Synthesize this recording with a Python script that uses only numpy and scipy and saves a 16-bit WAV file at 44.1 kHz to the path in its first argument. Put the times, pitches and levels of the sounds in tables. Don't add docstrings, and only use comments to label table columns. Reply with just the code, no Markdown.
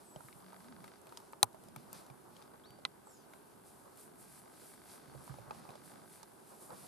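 import sys
import numpy as np
from scipy import signal
from scipy.fft import rfft, irfft, next_fast_len
from scipy.io import wavfile
from scipy.ndimage import uniform_filter1d

SR = 44100
rng = np.random.default_rng(int(sys.argv[2]) if len(sys.argv) > 2 else 0)


def transcribe(signal):
    frames = np.atleast_2d(signal).T
    limited = np.clip(frames, -1, 1)
    pcm = np.round(limited * 32767).astype(np.int16)
    wavfile.write(sys.argv[1], SR, pcm)


N = 303035
T = np.arange(N) / SR
SIDES = np.array([[1], [-1]])


def undb(db):
    return 10 ** (np.asarray(db) / 20)


def unit(x):
    return x / np.sqrt(np.mean(x ** 2))


def on_log(hz, table):
    f, v = np.transpose(table)
    return np.interp(np.log(np.maximum(hz, 1)), np.log(f), v)


def walk(rate):
    k = int(SR / rate)
    held = np.repeat(rng.standard_normal(N // k + 1), k)
    return 1.5 * uniform_filter1d(uniform_filter1d(held, k), k)[:N]


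def colour(x, table):
    size = next_fast_len(N)
    hz = np.arange(size // 2 + 1) * SR / size
    inside = (hz > table[0][0]) & (hz < table[-1][0])
    return irfft(rfft(x, size) * undb(on_log(hz, table)) * inside, size)[..., :N]


def spread(mid, side, like):
    return np.sqrt(1 + like) * mid + np.sqrt(1 - like) * side * SIDES


def pair(like, grain_db=0., share=1.):
    x = rng.standard_normal((2, N))
    x *= np.where(rng.random(N) < share, undb(grain_db), 1)
    return spread(*x, like)


def decay(t, t60):
    return np.exp(-np.log(1000) * t / t60)


def ring(hz, t60, turn, length=.12):
    t = np.arange(int(length * SR)) / SR
    return np.sin(2 * np.pi * (hz * t + turn)) * decay(t, t60)


def add(out, x, s):
    i = int(s * SR)
    out[:, i:i + x.shape[-1]] += x[..., :N - i]


# (f/Hz, relative level/dB per Hz)
BLADE_SPECTRUM = [(4500, -20), (6500, -11), (8200, -2), (10000, 1), (12200, -3.5), (14500, -14)]
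# (f/Hz, relative level/dB per Hz)
STALK_SPECTRUM = [(600, -14), (1300, -8.5), (2300, -4.5), (3000, -7.5), (4600, -2.5), (6300, -7.5),
                  (9000, -15.5)]
# (peak t/s, swell t/s, fade t/s, blade hiss level/dB, stalk rustle level/dB)
STRIDES = [(.26, 0.11, .16, -66.5, -79), (.6, 0.063, 0.11, -72.5, -76), (.86, .06, 0.044, -70, -71),
           (1.17, 0.11, 0.14, -71, -72.5), (1.67, 0.07, 0.034, -75, -74.5), (1.84, 0.084, 0.12, -70, -69),
           (1.95, 0.028, 0.084, -61, -58.5), (2.37, 0.059, 0.088, -74, -71), (3.12, .04, 0.048, -69, -92),
           (3.35, .08, 0.11, -71, -80), (3.68, .03, .12, -64, -73.5), (4.0, 0.033, 0.083, -59, -68),
           (4.21, 0.027, 0.065, -59.5, -73), (4.34, 0.086, 0.076, -60, -67), (4.69, .12, 0.072, -58, -65.5),
           (4.93, 0.08, 0.058, -58.5, -66), (5.27, 0.1, 0.03, -65, -67.5), (5.57, 0.041, 0.033, -64, -69),
           (5.86, .025, 0.092, -60, -67.5), (6.15, 0.063, 0.059, -60, -67), (6.5, 0.047, 0.15, -65, -71),
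           (6.63, 0.028, .05, -58.5, -67.5), (6.82, 0.15, 0.12, -60, -65.5)]
# (t/s, blade hiss level/dB, stalk rustle level/dB)
SETTLING = [(0, -70, -75.5), (.9, -76.5, -76), (1.5, -86.5, -87), (2.1, -75, -78), (2.9, -89.5, -90),
            (3.8, -72, -80), (5.0, -71, -72.5), (6.0, -70.5, -71.5), (6.87, -69, -91)]


def grass():
    s, *rest_db = np.transpose(SETTLING)
    power = np.array([undb(np.interp(T, s, db)) ** 2 for db in rest_db])
    for peak_s, swell_s, fade_s, *db in STRIDES:
        away = (T - peak_s) / np.where(T < peak_s, swell_s, fade_s)
        power = power + undb(db)[:, None] ** 2 * np.exp(-2 * away ** 2)
    blades = unit(colour(pair(0.46, grain_db=13, share=0.027), BLADE_SPECTRUM))
    blades = blades * undb(1.4 * walk(21))
    stalks = unit(colour(pair(0.76, grain_db=14, share=0.0055), STALK_SPECTRUM))
    stalks = stalks * undb(1.8 * walk(25))
    return np.sqrt(power[0]) * blades + np.sqrt(power[1]) * stalks


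# (t/s, left minus right level/dB,
# low ring level/dB, ring f/Hz, middle crackle level/dB, middle f/Hz, high crackle level/dB)
CRACKS = [(.16, 0, -39, 610, -47, 3130, -60), (.206, -9, -45, 950, -62.5, 4900, -57.5),
          (.285, 6, -49, 1260, -50, 2130, -53), (.327, 2, -60.5, 877, -49, 2200, -53),
          (.53, -4, -44, 920, -60, 3830, -59), (.841, 3, -43.5, 914, -46.5, 2200, -42),
          (0.878, 5, -50.5, 908, -47.5, 2060, -47), (1.015, 0, -64, 900, -64, 4000, -46),
          (1.069, 2, -55, 630, -52, 2530, -42), (1.092, 0, -62, 900, -54.5, 4130, -59),
          (1.123, 4, -43, 930, -53, 2550, -50.5), (1.172, 2, -45, 947, -37.5, 5030, -55),
          (1.201, 1, -47, 880, -56, 5190, -50), (1.325, -3, -65, 885, -68, 5050, -40.5),
          (1.332, 3, -38.5, 890, -48, 2230, -58), (1.441, 0, -36.5, 890, -48, 2330, -28),
          (1.529, -1, -60, 452, -61.5, 3900, -50), (1.545, -6, -43, 651, -59.5, 2130, -56.5),
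          (1.637, 0, -66, 764, -59, 4090, -46), (1.685, -1, -49, 580, -53.5, 5070, -53),
          (1.761, 3.5, -39.5, 873, -42, 2260, -36), (1.929, 4, -47, 940, -48, 5200, -29),
          (2.064, 0, -54, 468, -57, 4010, -47), (2.1, 0.5, -45.5, 840, -52.5, 2380, -58),
          (2.365, 5, -57, 744, -48.5, 3080, -53), (2.423, 10, -55, 900, -53.5, 3620, -55),
          (2.542, -1.5, -49, 806, -64, 2420, -62), (2.705, 0, -66, 840, -54, 3060, -48),
          (2.787, -2.5, -46, 565, -62, 4570, -59), (3.071, -2, -45.5, 840, -71, 4940, -53),
          (3.335, 3, -50.5, 1040, -49, 2160, -50), (3.973, 0, -67, 886, -60, 5400, -42),
          (5.149, 0, -42.5, 544, -58, 4550, -57), (5.277, -10, -45.5, 970, -58, 4500, -55),
          (5.295, -7, -48, 1150, -68, 2200, -60), (5.34, 1, -43, 857, -54, 2140, -54),
          (5.385, -1, -41, 545, -53, 2500, -55), (5.508, 0, -31.5, 860, -42, 2540, -64),
          (5.547, -11, -51, 780, -61, 5190, -58), (5.651, -8, -45.5, 880, -66, 2170, -56),
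          (5.69, -4, -41, 754, -50, 2480, -57), (5.704, 1, -42, 790, -51.5, 3900, -60),
          (5.754, -5, -42.5, 600, -54.5, 3450, -59), (6.23, -7, -45.5, 900, -44.5, 3650, -41.5),
          (6.704, -9, -43, 870, -54, 3900, -52)]
# (multiple of its ring pitch, t60/s, relative level/dB)
STEM_MODES = [(1, 0.034, -1), (.62, 0.013, -2.5), (1.4, 0.021, -2.5)]
# (width each side/octaves, t60/s)
CRACKLE_BANDS = [(1, 0.023), (0.43, 0.0097)]
TEAR_S, HIGH_CRACKLE_HZ = 0.00089, 9900
WALL_KNOCK_DB = -4.5


def cracks():
    out = np.zeros((2, N))
    size = 2048
    chance = rng.random((len(CRACKS), 6))
    fibre = rng.standard_normal((len(CRACKS), 2, 2, size))
    t = np.arange(size) / SR
    rise = np.minimum(t / TEAR_S, 1)
    for crack, c, noise in zip(CRACKS, chance, fibre):
        s, pan_db, low_db, low_hz, middle_db, middle_hz, high_db = crack
        leading = np.sign(c[3] - .5) * SIDES
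        x = np.zeros((2, size))
        for n, (multiple, t60, db) in enumerate(STEM_MODES):
            turn = c[n] + (0.079 + 0.088 * c[n + 3]) * leading
            x += undb(low_db + db) * ring(low_hz * multiple, t60, turn)[:, :size] * rise
        levels_db, centres_hz = (middle_db, high_db), (middle_hz, HIGH_CRACKLE_HZ)
        for (wide, t60), db, hz, (mid, side) in zip(CRACKLE_BANDS, levels_db, centres_hz, noise):
            sos = signal.butter(2, [hz / 2 ** wide, hz * 2 ** wide], "band", fs=SR, output="sos")
            burst = (mid + .45 * side * SIDES) * rise * decay(t, t60)
            x += undb(db) * signal.sosfilt(sos, burst)
        x += undb(middle_db + WALL_KNOCK_DB) * ring(middle_hz, .018, c[0])[:size] * rise
        add(out, x * undb(pan_db * SIDES / 2), s)
    return out


# (t/s, overall level/dB, tear t/s, relative splinter level/dB, splinter t60/s, splinter top f/Hz)
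SNAPS = [(1.4295, -5.5, 0.00063, -16, 0.016, 13200), (2.851, -22.5, 0.00047, -11.5, 0.028, 4970)]
# (f/Hz, t60/s, left relative level/dB, right relative level/dB)
TWIG_MODES = [
    [(110, .12, -44.5, -30), (330, 0.022, -40, -34.5), (436, .05, -41, -30), (630, .025, -24.5, -28),
     (810, 0.031, -7.5, -20), (1006, 0.037, -14.5, -27), (1185, 0.036, -25, -23), (1420, 0.023, -23.5, -26),
     (2290, 0.015, -26, -29), (3100, 0.019, -33, -31), (4036, 0.00616, -0.5, -1.5),
     (5250, 0.0053, -13.5, -15.5), (6040, 0.015, -20.5, -18.5), (7540, 0.0062, -14.5, -16),
     (9210, .006, -1, -3), (11500, 0.0016, -15.5, -0.5), (14900, 0.0036, -16, -11.5)],
    [(500, 0.026, -22, -29), (830, 0.039, -21, -19.5), (1040, 0.033, -10.5, -21), (1350, 0.013, -19, -0.5),
     (2010, 0.03, -12.5, -12.5), (2600, 0.0056, -3, -2), (3280, 0.0075, -21, -4), (4040, 0.011, -1.5, 2),
     (5360, 0.013, -25, -14), (6200, 0.0096, -19, -15), (8200, 0.0066, -18, -10.5),
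     (10600, 0.0079, -24, -20)],
]


def snaps():
    out = np.zeros((2, N))
    size = 4096
    t = np.arange(size) / SR
    for (s, db, tear_s, splinter_db, splinter_t60, top_hz), modes in zip(SNAPS, TWIG_MODES):
        x = np.zeros((2, size))
        for (hz, t60, left_db, right_db), turn in zip(modes, rng.random(len(modes))):
            x += undb([[left_db], [right_db]]) * ring(hz, t60, turn + 0.084 * SIDES)[:, :size]
        noise = rng.standard_normal((2, size))
        flicker = undb(5.7 * np.repeat(rng.standard_normal(size // 32), 32))
        mid, side = noise * flicker
        splinter = (mid + .6 * side * SIDES) * decay(t, splinter_t60)
        band = signal.butter(3, [2200., top_hz], "band", fs=SR, output="sos")
        x += undb(splinter_db) * signal.sosfilt(band, splinter)
        x *= np.minimum(2 * t / tear_s, 1)
        x = signal.sosfilt(signal.butter(2, 70., "high", fs=SR, output="sos"), x)
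        add(out, x * undb(db), s)
    return out


# (t/s, casing rumble level/dB, shuffle level/dB)
GRIP_LEVELS = [(0, -80, -62.5), (.25, -67, -65.5), (.5, -73, -64.5), (.85, -59.5, -64), (.95, -76, -64.5),
               (1.15, -65.5, -62.5), (1.35, -82, -66), (1.75, -66.5, -66), (1.95, -67, -58.5),
               (2.25, -71, -65.5), (2.4, -68.5, -60.5), (2.65, -69.5, -66), (3.2, -74, -65.5),
               (4.3, -69.5, -67.5), (5.0, -70.5, -65.5), (5.15, -61, -60), (5.3, -59.5, -61),
               (5.55, -66, -60), (5.7, -62, -60.5), (6.2, -75, -66), (6.55, -68, -63), (6.75, -61.5, -58.5),
               (6.87, -64, -60)]
# (f/Hz, relative level/dB per Hz)
CASING_SPECTRUM = [(25, -25.5), (50, -16), (85, -9.5), (135, -1), (200, 2), (400, -13.5)]
# (f/Hz, relative level/dB per Hz)
SHUFFLE_SPECTRUM = [(200, -18.5), (500, 1.5), (900, 1), (1300, -2), (2200, -21)]
# (t/s, level/dB, f/Hz, t60/s, left minus right level/dB)
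BUMPS = [(.16, -42.5, 143, 0.087, -7), (0.244, -44, 140, 0.059, -7), (.355, -47, 155, 0.081, -10),
         (1.763, -47.5, 132, 0.14, -11), (2.101, -46.5, 133, 0.11, -10), (2.7, -53, 125, 0.11, -12),
         (5.072, -57, 134, 0.28, -13), (5.146, -49.5, 135, 0.23, -17), (5.295, -41, 133.5, 0.21, -12),
         (5.387, -47.5, 116, 0.16, -10), (5.47, -47, 128, 0.14, -9), (5.688, -49, 135, 0.09, -13),
         (6.719, -50, 150, 0.09, -7)]


def grip():
    s, rumble_db, shuffle_db = np.transpose(GRIP_LEVELS)
    rumble = unit(colour(pair(0.15), CASING_SPECTRUM)) * undb(2.8 * walk(7.8) - 1.6 * SIDES)
    shuffle = unit(colour(pair(0.049, grain_db=14, share=0.0031), SHUFFLE_SPECTRUM))
    shuffle = shuffle * undb(2.5 * walk(45))
    out = undb(np.interp(T, s, rumble_db)) * rumble + undb(np.interp(T, s, shuffle_db)) * shuffle
    for s, db, hz, t60, pan_db in BUMPS:
        x = ring(hz, t60, 0.074 * SIDES, .3)
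        x = x + undb(-8.0) * ring(0.55 * hz, t60, 0.18 * SIDES, .3)
        push = np.minimum(np.arange(x.shape[1]) * hz / (.8 * SR), 1)
        add(out, x * push * undb(db + pan_db * SIDES / 2), s)
    return out


# (first step t/s, run end t/s, steps per second)
LENS_RUNS = [(.403, .57, 50), (.604, .89, 25), (.917, .96, 50), (2.417, 6.87, 50)]
# (t/s, barrel's low-mode level/dB, barrel's high-mode level/dB)
LENS_LEVELS = [(.4, -57, -55), (.5, -51.5, -56.5), (.72, -49, -53), (.96, -52, -56), (2.4, -58, -60),
               (3.2, -63.5, -72), (3.8, -61.5, -65.5), (4.4, -56.5, -66), (4.9, -52.5, -57),
               (5.4, -56, -66), (5.9, -52, -57), (6.3, -57.5, -64), (6.6, -86, -76)]
# (f/Hz, t60/s, relative level/dB)
BARREL_MODES = [(740, 0.0068, 6), (1277, 0.025, -3), (1523, 0.016, 0.5), (2008, 0.0092, -0.5),
                (2200, 0.0071, -12), (3560, 0.0047, 6), (4660, 0.0049, 6), (5800, .003, -2)]
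LENS_SKEW = (.07, 0.12)
LENS_HIGH_HZ = 3000


def lens():
    times = np.concatenate([np.arange(a, b, 1 / rate) for a, b, rate in LENS_RUNS])
    uneven_db = 1.9 * rng.standard_normal(len(times))
    s, *levels_db = np.transpose(LENS_LEVELS)
    out = np.zeros((2, N))
    for high, level_db in enumerate(levels_db):
        steps = np.zeros(N)
        steps[(times * SR).astype(int)] = undb(np.interp(times, s, level_db) + uneven_db)
        knock = sum(undb(db) * ring(hz, t60, LENS_SKEW[high] * SIDES, .03)
                    for hz, t60, db in BARREL_MODES if (hz > LENS_HIGH_HZ) == high)
        knock *= np.minimum(np.arange(knock.shape[1]) / (0.001 * SR), 1)
        out += signal.fftconvolve(steps[None], knock, axes=1)[:, :N]
    return out


# (t/s, f/Hz, level/dB)
HUM = [(.34, 150, -80), (.37, 159.6, -66), (.48, 192.2, -62.5), (.57, 183.5, -62), (.64, 220, -68),
       (.71, 249, -58), (.76, 199.7, -68), (.81, 165, -62), (.87, 196, -64), (.9, 200, -84)]


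def hum():
    s, hz, db = np.transpose(HUM)
    turn = np.cumsum(np.interp(T, s, hz) * (1 + 0.04 * walk(39.2))) / SR
    on = (T > s[0]) & (T < s[-1])
    level = np.sqrt(2) * undb(np.interp(T, s, db) + 2.3 * walk(25.6))
    return on * level * np.sin(2 * np.pi * (turn + 0.1 * SIDES))


# (start t/s, length t/s, from f/Hz, to f/Hz, glide t/s,
# starting level/dB, fade/dB per s)
WHISTLES = [(0.042, 0.12, 8400, 7850, 0.068, -69.5, -21), (2.636, .135, 3030, 4610, .042, -64.5, 100),
            (2.648, .028, 5000, 6000, .03, -77, 50), (5.05, .08, 2980, 4630, 0.078, -80, -50)]
# (start t/s, end t/s, from f/Hz, to f/Hz, width f/Hz, level/dB before swell)
RASPS = [(3.04, 3.2, 8200, 6500, 500, -65.5), (3.1, 3.27, 7300, 5400, 450, -71),
         (3.09, 3.28, 5700, 4200, 400, -72), (3.3, 3.33, 7700, 7500, 300, -75)]
WHISTLE_EDGE_S, WHISTLE_FLUTTER_DB = 0.0048, 0


def birds():
    out = np.zeros(N)
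    flutter_db = WHISTLE_FLUTTER_DB * walk(70)
    for s, length_s, from_hz, to_hz, glide_s, db, fade_db in WHISTLES:
        t = np.clip(T - s, 0, length_s)
        hz = from_hz + (to_hz - from_hz) * np.sin(np.pi / 2 * np.minimum(t / glide_s, 1))
        edge = np.minimum(np.minimum(t, length_s - t) / WHISTLE_EDGE_S, 1)
        tone = np.sin(2 * np.pi * np.cumsum(hz) / SR)
        out += edge * np.sqrt(2) * undb(db - fade_db * t + flutter_db) * tone
    for a, b, from_hz, to_hz, wide_hz, db in RASPS:
        u = np.clip((T - a) / (b - a), 0, 1)
        husk = unit(uniform_filter1d(rng.standard_normal(N), int(SR / wide_hz)))
        tone = np.sin(2 * np.pi * np.cumsum(from_hz + (to_hz - from_hz) * u) / SR)
        out += undb(db) * np.sin(np.pi * u ** 0.54) * husk * tone
    t = np.arange(SR // 5) / SR
    trees = undb(-37.0) * rng.standard_normal((2, len(t))) * np.exp(-t / 0.05)
    return out + signal.fftconvolve(out[None], trees, axes=1)[:, :N]


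# (f/Hz, relative level/dB per Hz)
AIR_SPECTRUM = [(15, -45), (25, -19), (162, -3), (331, 0), (388, 3), (491, -8.5), (901, -5.5), (1370, -18),
                (1490, -10), (1840, -21.5), (2720, -23), (4620, -24.5), (6170, -26.5), (10200, -18),
                (13600, -24)]
# (f/Hz, left-right correlation)
LIKENESS = [(60, 0.58), (400, 0.057), (1400, 0.21), (3000, 0.18), (14000, 0.42)]
# (f/Hz, left minus right level/dB)
LEAN = [(60, -3), (200, -5.5), (1300, 2.5), (8000, -0.5)]
AIR_DB = -60.5


def air():
    swell = walk(0.27)
    size = next_fast_len(N)
    f = np.arange(size // 2 + 1) * SR / size
    mid, side = rfft(rng.standard_normal((2, size))) * undb(on_log(f, AIR_SPECTRUM))
    both = spread(mid, side, on_log(f, LIKENESS)) * undb(on_log(f, LEAN) * SIDES / 2)
    octave = np.log2(np.maximum(f, 1) / 20)
    out = np.zeros((2, N))
    for k in range(10):
        band = np.clip(1 - abs(octave - k - .5), 0, 1)
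        out += irfft(both * band, size)[:, :N] * undb(0.26 * swell + 0.67 * walk(9))
    return unit(out) * undb(AIR_DB)


FAINT_TOP_HZ, TOP_HZ = 13600, 16750


def scene():
    faint = air() + grass() + grip() + cracks() + lens() + hum() + birds()
    faint = signal.sosfilt(signal.ellip(10, .2, 70, FAINT_TOP_HZ, fs=SR, output="sos"), faint)
    return faint + snaps()


def record(dry):
    dry = signal.sosfilt(signal.butter(2, 38., "high", fs=SR, output="sos"), dry)
    return signal.sosfilt(signal.ellip(10, .2, 80, TOP_HZ, fs=SR, output="sos"), dry)


dry = scene()
out = record(dry)
transcribe(out)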